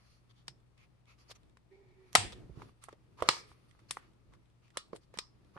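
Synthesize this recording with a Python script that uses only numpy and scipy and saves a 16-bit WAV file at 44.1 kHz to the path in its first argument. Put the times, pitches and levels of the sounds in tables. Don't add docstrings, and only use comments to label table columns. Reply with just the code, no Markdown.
import sys
import numpy as np
from scipy import signal
from scipy.io import wavfile
from scipy.ndimage import uniform_filter1d, minimum_filter1d

SR = 44100
rng = np.random.default_rng(int(sys.argv[2]) if len(sys.argv) > 2 else 0)


def digitize_waveform(pressure):
    field = np.atleast_2d(pressure).T
    bounded = np.clip(field, -1, 1)
    quanta = np.round(bounded * 32767).astype(np.int16)
    wavfile.write(sys.argv[1], SR, quanta)


def natural_amplitude(level_db):
    exponent = np.asarray(level_db, float) / 20
    return 10 ** exponent


N = 246066

# frequency in Hz, density in dB per Hz.
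ROOM_TONE = [(25, 1), (59, -5.5), (129, 0), (261, -13), (936, -20.5), (1620, -29), (2210, -28),
             (12700, -46)]
# frequency in Hz, level in dB.
MAINS_HUM = [(60, -73.5), (120, -71.5)]
# time in seconds, level in dB.
GRIP_LEVEL = [(0.0, -72), (0.12, -81.5), (0.24, -79.5), (1.1, -86), (1.3, -71.5), (1.51, -84.5),
              (1.9, -86.5), (2.17, -71), (2.35, -72.5), (2.47, -78.5), (2.69, -68.5), (2.73, -81),
              (3.15, -80.5), (3.36, -68), (3.62, -74.5), (4.4, -82.5), (5.3, -83), (5.58, -76)]
GRIP_SHARES = (-5.5, -0.5, -11.5)
# start in seconds, length in seconds, level in dB, patch frequency in Hz.
FINGER_SLIDES = [(0.0, 0.22, -79, 4330), (0.29, 0.036, -73, 3200), (0.347, 0.088, -76.5, 3200),
                 (0.469, 0.011, -73, 5500), (0.766, 0.1, -73, 2270), (1.062, 0.093, -69, 2300),
                 (1.177, 0.071, -72.5, 4570), (1.287, 0.046, -58.5, 4600), (1.347, 0.026, -67.5, 5700),
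                 (2.123, 0.036, -60.5, 5670), (2.32, 0.024, -58, 3430), (2.549, 0.12, -67, 1070),
                 (2.812, 0.061, -70, 8400), (2.861, 0.09, -72.5, 1220), (3.171, 0.066, -58, 1086),
                 (3.237, 0.059, -53.5, 617), (3.298, 0.098, -56, 5217), (3.466, 0.078, -76, 8130),
                 (3.681, 0.032, -81.5, 8200), (3.787, 0.022, -76.5, 1290), (3.884, 0.03, -64.5, 4420),
                 (3.912, 0.094, -68.5, 8540), (4.318, 0.045, -70, 1130), (4.616, 0.093, -77.5, 2496),
                 (4.735, 0.044, -70, 1308), (4.762, 0.07, -66, 3930), (4.944, 0.034, -65.5, 8650),
                 (5.133, 0.045, -64, 1674), (5.184, 0.049, -80.5, 5200), (5.535, 0.061, -73.5, 1200),
                 (3.273, 0.019, -52, 4500), (2.817, 0.032, -66.5, 1301), (1.279, 0.018, -71, 4400),
                 (2.031, 0.094, -84, 2230), (3.224, 0.022, -56, 3200), (3.35, 0.075, -61, 5000),
                 (3.375, 0.04, -63, 1900), (4.925, 0.022, -71, 4300), (5.0, 0.06, -80, 4500),
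                 (0.03, 0.16, -85, 8000), (1.075, .06, -77, 1300), (3.98, .12, -74, 330)]
# time in seconds, level in dB.
STIR_LEVEL = [(0.0, -76), (2.11, -74), (2.21, -56.5), (2.33, -54), (2.69, -58.5), (2.73, -71), (3.1, -75.5),
              (3.23, -59), (3.45, -69.5), (3.93, -62.5), (4.05, -68), (4.2, -71.5), (4.33, -66),
              (4.5, -76.5), (4.79, -65.5), (5.35, -71), (5.58, -72)]
# start in seconds, peak in dB, frequency in Hz.
FINGER_TAPS = [(0.0267, -69, 790), (1.5706, -52, 1220), (2.013, -62, 800), (2.3283, -47, 480),
               (2.497, -50, 330), (2.575, -52, 330), (2.599, -50, 800), (2.6193, -38, 1010),
               (2.6928, -55, 1054), (2.8389, -47, 1200), (2.9281, -46, 453), (3.1893, -47, 1028),
               (3.196, -45, 960), (3.203, -41, 900), (3.3685, -39.5, 960), (3.516, -48.5, 1100),
               (3.75, -58.5, 1104), (3.7922, -56.5, 1076), (4.3369, -54.5, 1001), (4.76, -52, 1008),
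               (4.884, -64.5, 622), (4.958, -50, 1048), (5.1402, -45, 530), (5.1403, -55, 1080),
               (5.56, -50, 447), (5.5657, -40, 788), (5.573, -40, 1090), (5.5765, -41.5, 1250)]
# start in seconds, peak in dB, frequency in Hz, decay in cycles,
# left minus right in dB.
WALL_POPS = [(0.482, -45, 840, 1.8, 5), (1.3116, -45, 665, 0.31, 1), (2.1518, -12, 733, 1.4, 4.5),
             (2.151, -12, 1990, 3.1, 10), (2.156, -11.5, 1282, 3.75, -4), (2.8849, -40, 714, 1, -10),
             (2.889, -43, 1285, 2, 4), (3.2229, -18, 683, 0.54, -5.5), (3.229, -30, 518, 3.6, -3),
             (3.2879, -13, 1210, 3.1, -1), (3.2884, -26, 524, 2.2, -13), (3.289, -14.5, 2158, 2.5, 2.5),
             (1.298, -51, 610, 1.5, 4), (3.9086, -35, 1120, 1.43, -0.5), (3.97, -29.5, 1022, 0.76, -1),
             (4.7703, -30, 1220, 3.15, 0), (4.771, -36, 543, 1.9, 1.5), (4.9307, -35, 436, 1.2, -9.5),
             (4.932, -40, 1050, 3, 1), (5.173, -42.5, 861, 0.83, -4.5), (5.187, -31.5, 1200, 2.7, 0)]
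# start in seconds, peak in dB, frequency in Hz,
# decay in cycles, left minus right in dB.
LID_CHATTER = [(3.297, -35, 1100, 1.5, 0), (3.309, -35, 880, 1.5, 0), (3.314, -39, 1270, 1.5, 0),
               (3.321, -43, 1170, 1.5, 0), (3.331, -43, 1310, 1.5, 0), (3.338, -43, 821, 1.5, 0),
               (3.347, -42, 1240, 1.5, 0), (3.2882, -18, 4350, 6.8, 0), (5.1875, -36, 4160, 6, -1),
               (5.1875, -35.5, 2450, 5.1, 0), (5.192, -35, 5200, 13, 0), (4.7712, -34.5, 1860, 5, 0),
               (4.7716, -37, 2950, 7, 0), (2.8925, -47, 810, 1.2, 0), (1.3138, -43.5, 3500, 1.4, 0),
               (1.319, -48, 2950, 3, 0), (1.322, -50, 4500, 3, 2), (5.8, -51, 450, 1.5, 0),
               (4.9615, -55, 2050, 5, 0), (5.8, -61, 990, 5, 0), (3.238, -37, 520, 3, 0),
               (2.1608, -26, 3400, 3, 0), (2.165, -29, 3000, 3, 0)]
# start in seconds, peak in dB, frequency in Hz,
# decay in cycles, left minus right in dB.
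DRY_FLARES = [
    (2.3225, -47, 2500, 5, 0),
    (2.328, -49, 3500, 5, 0),
    (3.2885, -28, 7700, 10, 0),
    (3.2885, -24, 1850, 3, 3),
    (4.9605, -56, 1050, 4, 0),
    (4.772, -42, 760, 2, 0),
]
# frequency in Hz, width in Hz, level in dB.
TUB_MODES = [(337, 160, -6), (530, 190, 0), (800, 580, -3.5), (1220, 270, 3.5)]
# frequency in Hz, width in Hz, level in dB.
LID_MODES = [(1200, 350, 3.5), (1780, 910, 0.5), (2530, 1000, 1), (3440, 950, 0), (4210, 590, -1.5),
             (5200, 1300, -6)]
# frequency in Hz, width in Hz, level in dB.
LID_TREBLE = [(7168, 2100, -3.5), (9010, 1500, 3.5), (10900, 1600, -7)]
# frequency in Hz, level in dB, 60 dB decay in seconds.
ROOM_ECHO = [(150, -43.5, .25), (378, -34, 0.6), (900, -30.5, 0.26), (1980, -37, 0.38), (3200, -41, 0.32),
             (4640, -36, .27), (7700, -32, 0.27), (11837, -39.5, 0.18)]
# start in seconds, peak in dB, treble relative to it in dB,
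# length in milliseconds, left minus right in dB.
RIM_CRACKS = [(0.4802, -31.5, -17, 1.97, 0.5), (0.484, -51.5, -1.5, 2.6, 8), (1.293, -64, -14, 2.3, 0),
              (1.301, -57, -14, 2.5, 0), (1.306, -49, -14, 2.6, 5), (1.311, -45, -11, 1.2, -3),
              (1.3153, -44.5, -7, 1.1, 2), (2.1516, -8, -1, 0.82, 2), (2.1556, -7.5, -16.5, 0.65, 4),
              (2.3216, -47, -8, 4, 1.5), (3.288, -9.5, -14.5, 0.75, -2.5), (3.9078, -25.5, -2.5, 3.2, 3),
              (4.7713, -25, -3, 1.97, -3.5), (4.961, -53, 3, 2.8, 4), (5.1734, -42.5, -7, 1.3, -6),
              (5.1871, -26, -7.5, 1.2, 1), (5.19, -37.5, -23, 2.2, 7)]
# start in seconds, peak in dB, treble relative to it in dB,
# left minus right in dB.
LID_CLICKS = [(1.5699, -61, -9, 0), (2.619, -51.5, -24, -3.5), (2.838, -51.5, 4, -9),
              (2.8843, -57, -4, -2.5), (2.889, -54, -6.5, 0), (2.926, -54.5, -15, 1.5),
              (3.205, -51, -18, -4.5), (3.222, -30, -12.5, -2), (3.7103, -60, -8, -7),
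              (3.7916, -60, -12, 1.5), (3.9687, -47.5, -12, 4.5), (4.3352, -60, -12, 9),
              (4.6788, -61.5, -18, 4), (4.703, -60, -11, -4), (5.14, -54, -14.5, -2.5)]
# start in seconds, peak in dB.
RIM_TICKS = [(0.6012, -71), (0.7777, -62), (1.055, -65.5), (1.186, -64), (1.4316, -66), (1.4955, -67.5),
             (3.5125, -68.5), (4.1332, -67), (4.456, -70), (4.5, -70.5), (4.8847, -75), (4.93, -60.5),
             (5.0332, -67.5), (5.446, -67), (5.5654, -68.5)]
# start in seconds, level in dB, frequency in Hz, width in Hz,
# 60 dB decay in seconds.
RIM_SHIVERS = [(0.48, -61, 5200, 650, 0.19), (2.157, -33.5, 2740, 2400, 0.36),
               (3.29, -39.5, 4400, 1500, 0.25), (3.29, -35.5, 3000, 3000, 0.18),
               (3.972, -57, 1260, 1400, 0.22), (4.772, -53, 4100, 2700, 0.22),
               (2.157, -42, 8500, 1500, 0.28), (4.771, -53, 1210, 200, 0.2), (4.938, -43.5, 390, 260, 0.11),
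               (5.19, -50, 5150, 800, 0.22), (5.189, -51, 4000, 2200, 0.15), (5.195, -62, 1095, 300, 0.33),
               (3.24, -44, 560, 250, 0.22), (3.245, -52, 1250, 400, 0.3), (3.3, -45.5, 5200, 900, 0.33),
               (2.929, -56.5, 520, 360, 0.095)]
# start in seconds, peak in dB, boom frequency in Hz, decay in cycles.
BIN_THUMPS = [(0.481, -54.5, 159, 5.1), (2.149, -33.5, 177, 1.5), (2.157, -53, 39.5, 0.81),
              (2.182, -35, 115.4, 2.8), (2.248, -43.5, 50.4, 0.97), (2.331, -49.5, 60.5, 1.5),
              (2.429, -51, 42.3, 1.14), (2.495, -41.5, 140.1, 0.92), (2.506, -43, 64.4, 1.2),
              (2.573, -38.5, 139.6, 1.03), (3.219, -37, 93, 0.57), (3.287, -37.5, 144, 1.2),
              (3.509, -58.5, 74.4, 1.13), (3.698, -60.5, 85.6, 0.98), (3.905, -51, 142.5, 0.97),
              (4.28, -56, 55.7, 1.2), (4.771, -60, 201, 0.85), (4.93, -42.5, 190, 1.05),
              (5.172, -47, 200, 1.2), (5.562, -48.5, 166, 0.82)]
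# start in seconds, peak in dB, left minus right in dB.
NAIL_CATCHES = [
    (2.1304, -33, -13.5),
    (2.8385, -50, -5),
    (5.141, -50, 0),
    (4.884, -60, 0),
    (1.306, -46, 0),
    (1.308, -46, 0),
    (1.3098, -46, 0),
    (1.3165, -47, 0),
    (3.2235, -38, 0),
]
# time in seconds, level in dB, shell frequency in Hz.
DRAG_PATH = [
    (1.695, -92, 390),
    (1.719, -60.5, 388),
    (1.757, -62, 381),
    (1.785, -64.5, 400.2),
    (1.917, -65, 364),
    (1.973, -68.5, 375.3),
    (1.995, -63, 380.4),
    (2.069, -66.5, 371.4),
    (2.12, -70, 350),
]
# frequency in Hz, width in Hz, level in dB.
SHELL_OVERTONES = [(840, 250, -17.5), (1920, 220, -17), (2230, 300, -11.5), (3630, 2300, -21.5)]
# start in seconds, level in dB.
RIM_STRIKES = [
    (2.157, -34),
    (3.29, -38),
    (4.772, -49.5),
    (5.19, -53),
]
# frequency in Hz, level in dB, 60 dB decay in seconds.
FIRST_HOLD = [(727, -16, 0.89), (910, -13, 0.24), (1367, 0, 0.11), (1852, -14, 0.38), (2875, -2, 0.12),
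              (3620, 0, 0.13), (4441, -4, 0.16), (5679, -12, 0.21), (7607, -11, 0.17), (7704, -15, 0.2),
              (8419, -13, 0.22), (8522, -15, 0.28), (9496, -23, 0.24), (9981, -29, 0.4)]
SECOND_HOLD = [(1238, -6, 0.39), (1910, -8, 0.2), (2960, -2, 0.16), (3391, -9, 0.24), (4075, 0, 0.14),
               (4253, -5, 0.25), (4500, -4, 0.23), (4576, -13, 0.97), (4823, -5, 0.26), (5070, -1, 0.094),
               (5125, -3, 0.11), (5303, -29, 5.0), (8247, -22, 0.81), (8484, -15, 0.21)]
THIRD_HOLD = [(1141, -6, 0.18), (1378, -10, 0.15), (1653, -11, 0.14), (1857, -4, 0.11), (2460, -8, 0.15),
              (2950, -2, 0.16), (3499, 3, 0.089), (3930, -11, 0.29), (4404, -13, 0.3), (4560, -7, 0.14),
              (4657, -23, 0.23), (5055, -16, 0.24), (5566, -14, 0.22), (6089, -10, 0.12)]
LAST_HOLD = [(958, -9, 0.15), (1232, -9, 0.2), (2444, -4, 0.1), (3548, -12, 0.23), (4032, -11, 0.24),
             (4339, -19, 0.43), (4727, -1, 0.12), (5039, -13, 0.43), (5179, -8, 0.3), (6019, -20, 0.24)]


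def unit(x):
    return x / np.sqrt(np.mean(x ** 2))


def band(x, hz, width_hz):
    return signal.lfilter(*signal.iirpeak(hz, hz / width_hz, fs=SR), x)


def band_twice(x, hz, width_hz):
    return band(band(x, hz, width_hz), hz, width_hz)


def modes(x, table):
    return sum((-1) ** k * natural_amplitude(db) * band(x, hz, width_hz) for k, (hz, width_hz, db) in enumerate(table))


def curves(table, off_db=-120):
    times, *columns = np.transpose(table)
    return [np.interp(np.arange(N) / SR, times, column, off_db, off_db) for column in columns]


def walk(rate):
    hold = int(SR / rate)
    steps = np.repeat(rng.standard_normal(N // hold + 1), hold)
    return 1.3 * uniform_filter1d(uniform_filter1d(steps, hold), hold)[:N]


def lean(left_minus_right_db):
    return natural_amplitude(np.array([[left_minus_right_db], [-left_minus_right_db]]) / 2)


def add(out, start_s, sound):
    i = int(start_s * SR)
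    out[:, i:i + sound.shape[1]] += sound[:, :N - i]


def peak(x, db):
    return x * natural_amplitude(db) / np.max(np.abs(x.mean(axis=0)))


def air(level_db=-69.5, lean_db=4.5):
    tone, t = 0, np.arange(N) / SR
    table = np.array(ROOM_TONE)
    for hz in 28 * 2 ** np.arange(0, 9, .5):
        noise = unit(band_twice(rng.standard_normal((2, N)), hz, hz / 2))
        density_db = np.interp(np.log(hz), np.log(table[:, 0]), table[:, 1])
        db = density_db + 10 * np.log10(hz)
        tone = tone + natural_amplitude(db + 0.54 * walk(5.8)) * noise
    hum = 0
    for hz, db in MAINS_HUM:
        level = natural_amplitude(db + 1.6 * walk(7.1)) * np.sqrt(2)
        hum = hum + level * np.sin(2 * np.pi * hz * t + 0.63 * walk(14))
    return unit(tone) * natural_amplitude(level_db) * lean(lean_db) + hum


def hiss(db=-97, hz=8300, width_hz=1200):
    noise = rng.standard_normal((2, N))
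    return natural_amplitude(db + 1.5 * walk(4)) * unit(band_twice(noise, hz, width_hz))


def rub(flicker_db=1.0, flicker_rate=60, edge=1.0, patchy_db=1.0, squeak_db=-1.0):
    slips = rng.standard_normal((2, N)) * natural_amplitude(2.1 * rng.exponential(size=(2, N)))
    gains = natural_amplitude(curves(GRIP_LEVEL) + np.array(GRIP_SHARES)[:, None])
    out = np.zeros((2, N))
    middle_hz, middle_db, db_per_octave = 3001, np.array((-3, -1.5, -18)), np.array((3.5, -0.5, 2))
    for s, length_s, slide_db, hz in FINGER_SLIDES:
        db = slide_db + middle_db + db_per_octave * np.log2(hz / middle_hz)
        i, size = int(s * SR), int(length_s * SR)
        swell = (np.sin(np.pi * np.arange(size) / size) ** edge)[:N - i]
        gains[:, i:i + size] += natural_amplitude(db)[:, None] * swell
        patch = unit(band_twice(slips[:, i:i + size], hz, .28 * hz))
        add(out, s, patch * swell * natural_amplitude(slide_db + squeak_db))
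    hiss_body_top = LID_MODES[2:], TUB_MODES[2:] + LID_MODES[1:2], LID_TREBLE[:2]
    for table, gain in zip(hiss_body_top, gains):
        ringing = 0
        for hz, width_hz, db in table:
            ringing = ringing + natural_amplitude(db + patchy_db * walk(15)) * band_twice(slips, hz, 1.9 * width_hz)
        out = out + gain * unit(ringing)
    return out * natural_amplitude(flicker_db * walk(flicker_rate))


def stir(alike=0.68):
    noise = rng.standard_normal((3, N))
    shake = alike * noise[0] + noise[1:]
    walls = modes(shake, [(48.6, 17, -4.5), (112, 18, 4.5), (190, 40, -3.0), (330, 110, -5)])
    return unit(walls) * natural_amplitude(curves(STIR_LEVEL)[0] + 4 * walk(14))


def knocks(blows, soft_turns=0.37, rattle=0.81, rattle_s=0.0033, tub_db=-5, push_turns=.2):
    out, t = np.zeros((2, N)), np.arange(2048) / SR
    for s, db, hz, cycles, pan_db in blows:
        turns = hz * t
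        rise = 1 - np.exp(-(turns / soft_turns) ** 2)
        ring = -np.sin(2 * np.pi * turns) * rise * np.exp(-turns / cycles)
        tub = modes(np.exp(-(turns / push_turns - 2) ** 2), TUB_MODES)
        shake = rng.standard_normal((2, len(t))) * rise * np.exp(-t / rattle_s)
        dull = band(band_twice(shake, hz, 1.5 * hz), hz, 1.5 * hz)
        sound = unit(ring) + natural_amplitude(tub_db) * unit(tub) + rattle * unit(dull)
        add(out, s, peak(sound, db) * lean(pan_db))
    return out


def echoes(x, bin_db=6, bin_t60=0.024, build_s=0.009, top_hz=11800):
    t = np.arange(SR // 2) / SR
    response = 0
    for hz, db, t60 in ROOM_ECHO:
        fade = 1000. ** (-t / t60) + natural_amplitude(bin_db) * 1000. ** (-t / bin_t60)
        noise = band_twice(rng.standard_normal((2, len(t))), hz, 0.45 * hz)
        response = response + natural_amplitude(db) * noise * fade
    response = response * (1 - np.exp(-(t / build_s) ** 2))
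    response = signal.sosfilt(signal.butter(6, top_hz, fs=SR, output="sos"), response)
    return signal.fftconvolve(x, response, axes=1)[:, :N]


def snaps(rise_s=0.0005, tail_times=6.2, tail_db=-17, apart=2.4, favour_db=3):
    near, far, t = np.zeros((2, N)), np.zeros((2, N)), np.arange(2048) / SR
    slips = [(*row, 4700) for row in RIM_CRACKS]
    slips += [(s, db, top_db, 2.3, pan_db, 1900) for s, db, top_db, pan_db in LID_CLICKS]
    slips += [(s, db, -9, 1.9, 0, 3340) for s, db in RIM_TICKS]
    for s, db, top_db, ms, pan_db, hz in slips:
        tail = natural_amplitude(tail_db) * np.exp(-1000 * t / ms / tail_times)
        shape = (1 - np.exp(-(t / rise_s) ** 2)) * (np.exp(-1000 * t / ms) + tail)
        shake = rng.standard_normal((3, len(t))) * shape
        shake = np.vstack([shake[0] + apart * shake[1:], t == 0])
        lid = modes(shake, LID_MODES[1:])
        body = lid + natural_amplitude(favour_db) * band(lid, hz, 0.36 * hz)
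        treble = modes(shake, LID_TREBLE)
        for part, part_db in ((body, db), (treble, db + top_db)):
            sound = peak(part[:2], part_db)
            add(near, s, sound * lean(pan_db))
            add(far, s, unit(part[[2, 2]]) * np.std(sound))
    return near, far


def rings(rise_s=.003):
    out, t = np.zeros((2, N)), np.arange(SR // 4) / SR
    for s, db, hz, width_hz, t60 in RIM_SHIVERS:
        cluster = band_twice(rng.standard_normal((2, len(t))), hz, width_hz)
        add(out, s, natural_amplitude(db) * unit(cluster) * (1 - np.exp(-t / rise_s)) * 1000. ** (-t / t60))
    return out


def thumps(lean_db=-9, sag=0.067):
    out, t = np.zeros((2, N)), np.arange(8192) / SR
    for s, db, hz, cycles in BIN_THUMPS:
        turns = hz * t
        swell = (1 - np.exp(-(turns / 0.1) ** 2)) * np.exp(-turns / cycles)
        boom = np.sin(2 * np.pi * turns ** (1 - sag)) * swell
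        add(out, s, peak(boom * lean(lean_db), db))
    return signal.sosfilt(signal.butter(2, 32, "high", fs=SR, output="sos"), out)


def nail(hz=4000, width_hz=9000):
    out = np.zeros((2, N))
    tick = band(-1. * (np.arange(256) == 0), hz, width_hz)
    for s, db, pan_db in NAIL_CATCHES:
        add(out, s, peak(tick * lean(pan_db), db))
    return out


def drag(width_hz=22, lean_db=-6):
    level_db, hz = curves(DRAG_PATH)
    noise = rng.standard_normal(N) + 1j * rng.standard_normal(N)
    wander = signal.lfilter([1], [1, -np.exp(-np.pi * width_hz / SR)], noise)
    turns = np.cumsum(np.maximum(hz, 0)) / SR
    shell = unit(np.real((wander / np.std(wander) + 1.2) * np.exp(2j * np.pi * turns)))
    grit = rng.standard_normal((2, N))
    overtones = 0
    for f, w, db in SHELL_OVERTONES:
        overtones = overtones + natural_amplitude(db + 2.0 * walk(33)) * unit(band_twice(grit, f, w))
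    return natural_amplitude(level_db) * (shell * lean(lean_db) + overtones)


def rim(rise_s=.002, split=.006, twin_db=-5, longest_s=.35):
    out, t = np.zeros((2, N)), np.arange(SR // 3) / SR
    for (s, hit_db), table in zip(RIM_STRIKES, (FIRST_HOLD, SECOND_HOLD, THIRD_HOLD, LAST_HOLD)):
        for hz, db, t60 in table:
            phase = 2 * np.pi * rng.random((2, 2, 1))
            line = np.sin(2 * np.pi * hz * t + phase[0])
            twin = np.sin(2 * np.pi * hz * (1 + split) * t + phase[1])
            fade = (1 - np.exp(-t / rise_s)) * 1000. ** (-t / min(t60, longest_s))
            add(out, s, natural_amplitude(hit_db + db) * (line + natural_amplitude(twin_db) * twin) * fade)
    return out


def scene(knock_send_db=-3, swell=0.68, swell_ms=6):
    cracks, far = snaps()
    taps = [(*row, 0.42, -2) for row in FINGER_TAPS]
    blows = knocks(WALL_POPS + taps + LID_CHATTER)
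    loudness = np.abs(cracks + blows).mean(axis=0)
    strength = np.abs(uniform_filter1d(loudness, int(swell_ms * SR / 1000)))
    send = (far + natural_amplitude(knock_send_db) * blows) * (strength / strength.max()) ** swell
    room = air() + hiss() + echoes(send)
    hands = rub() + stir() + nail() + drag()
    ringing = rings() + rim() + knocks(DRY_FLARES)
    return room + hands + cracks + blows + thumps() + ringing


def low_pass(x):
    return signal.sosfilt(signal.butter(12, 12820, fs=SR, output="sos"), x)


def record(dry):
    cut = signal.sosfilt(signal.ellip(6, .5, 40, 12700, fs=SR, output="sos"), dry)
    room_left = np.minimum(1, .88 / (np.abs(cut).max(axis=0) + 1e-9))
    gain = uniform_filter1d(minimum_filter1d(room_left, size=81), size=41)
    return low_pass(cut * gain)


dry = scene()
out = record(dry)
digitize_waveform(out)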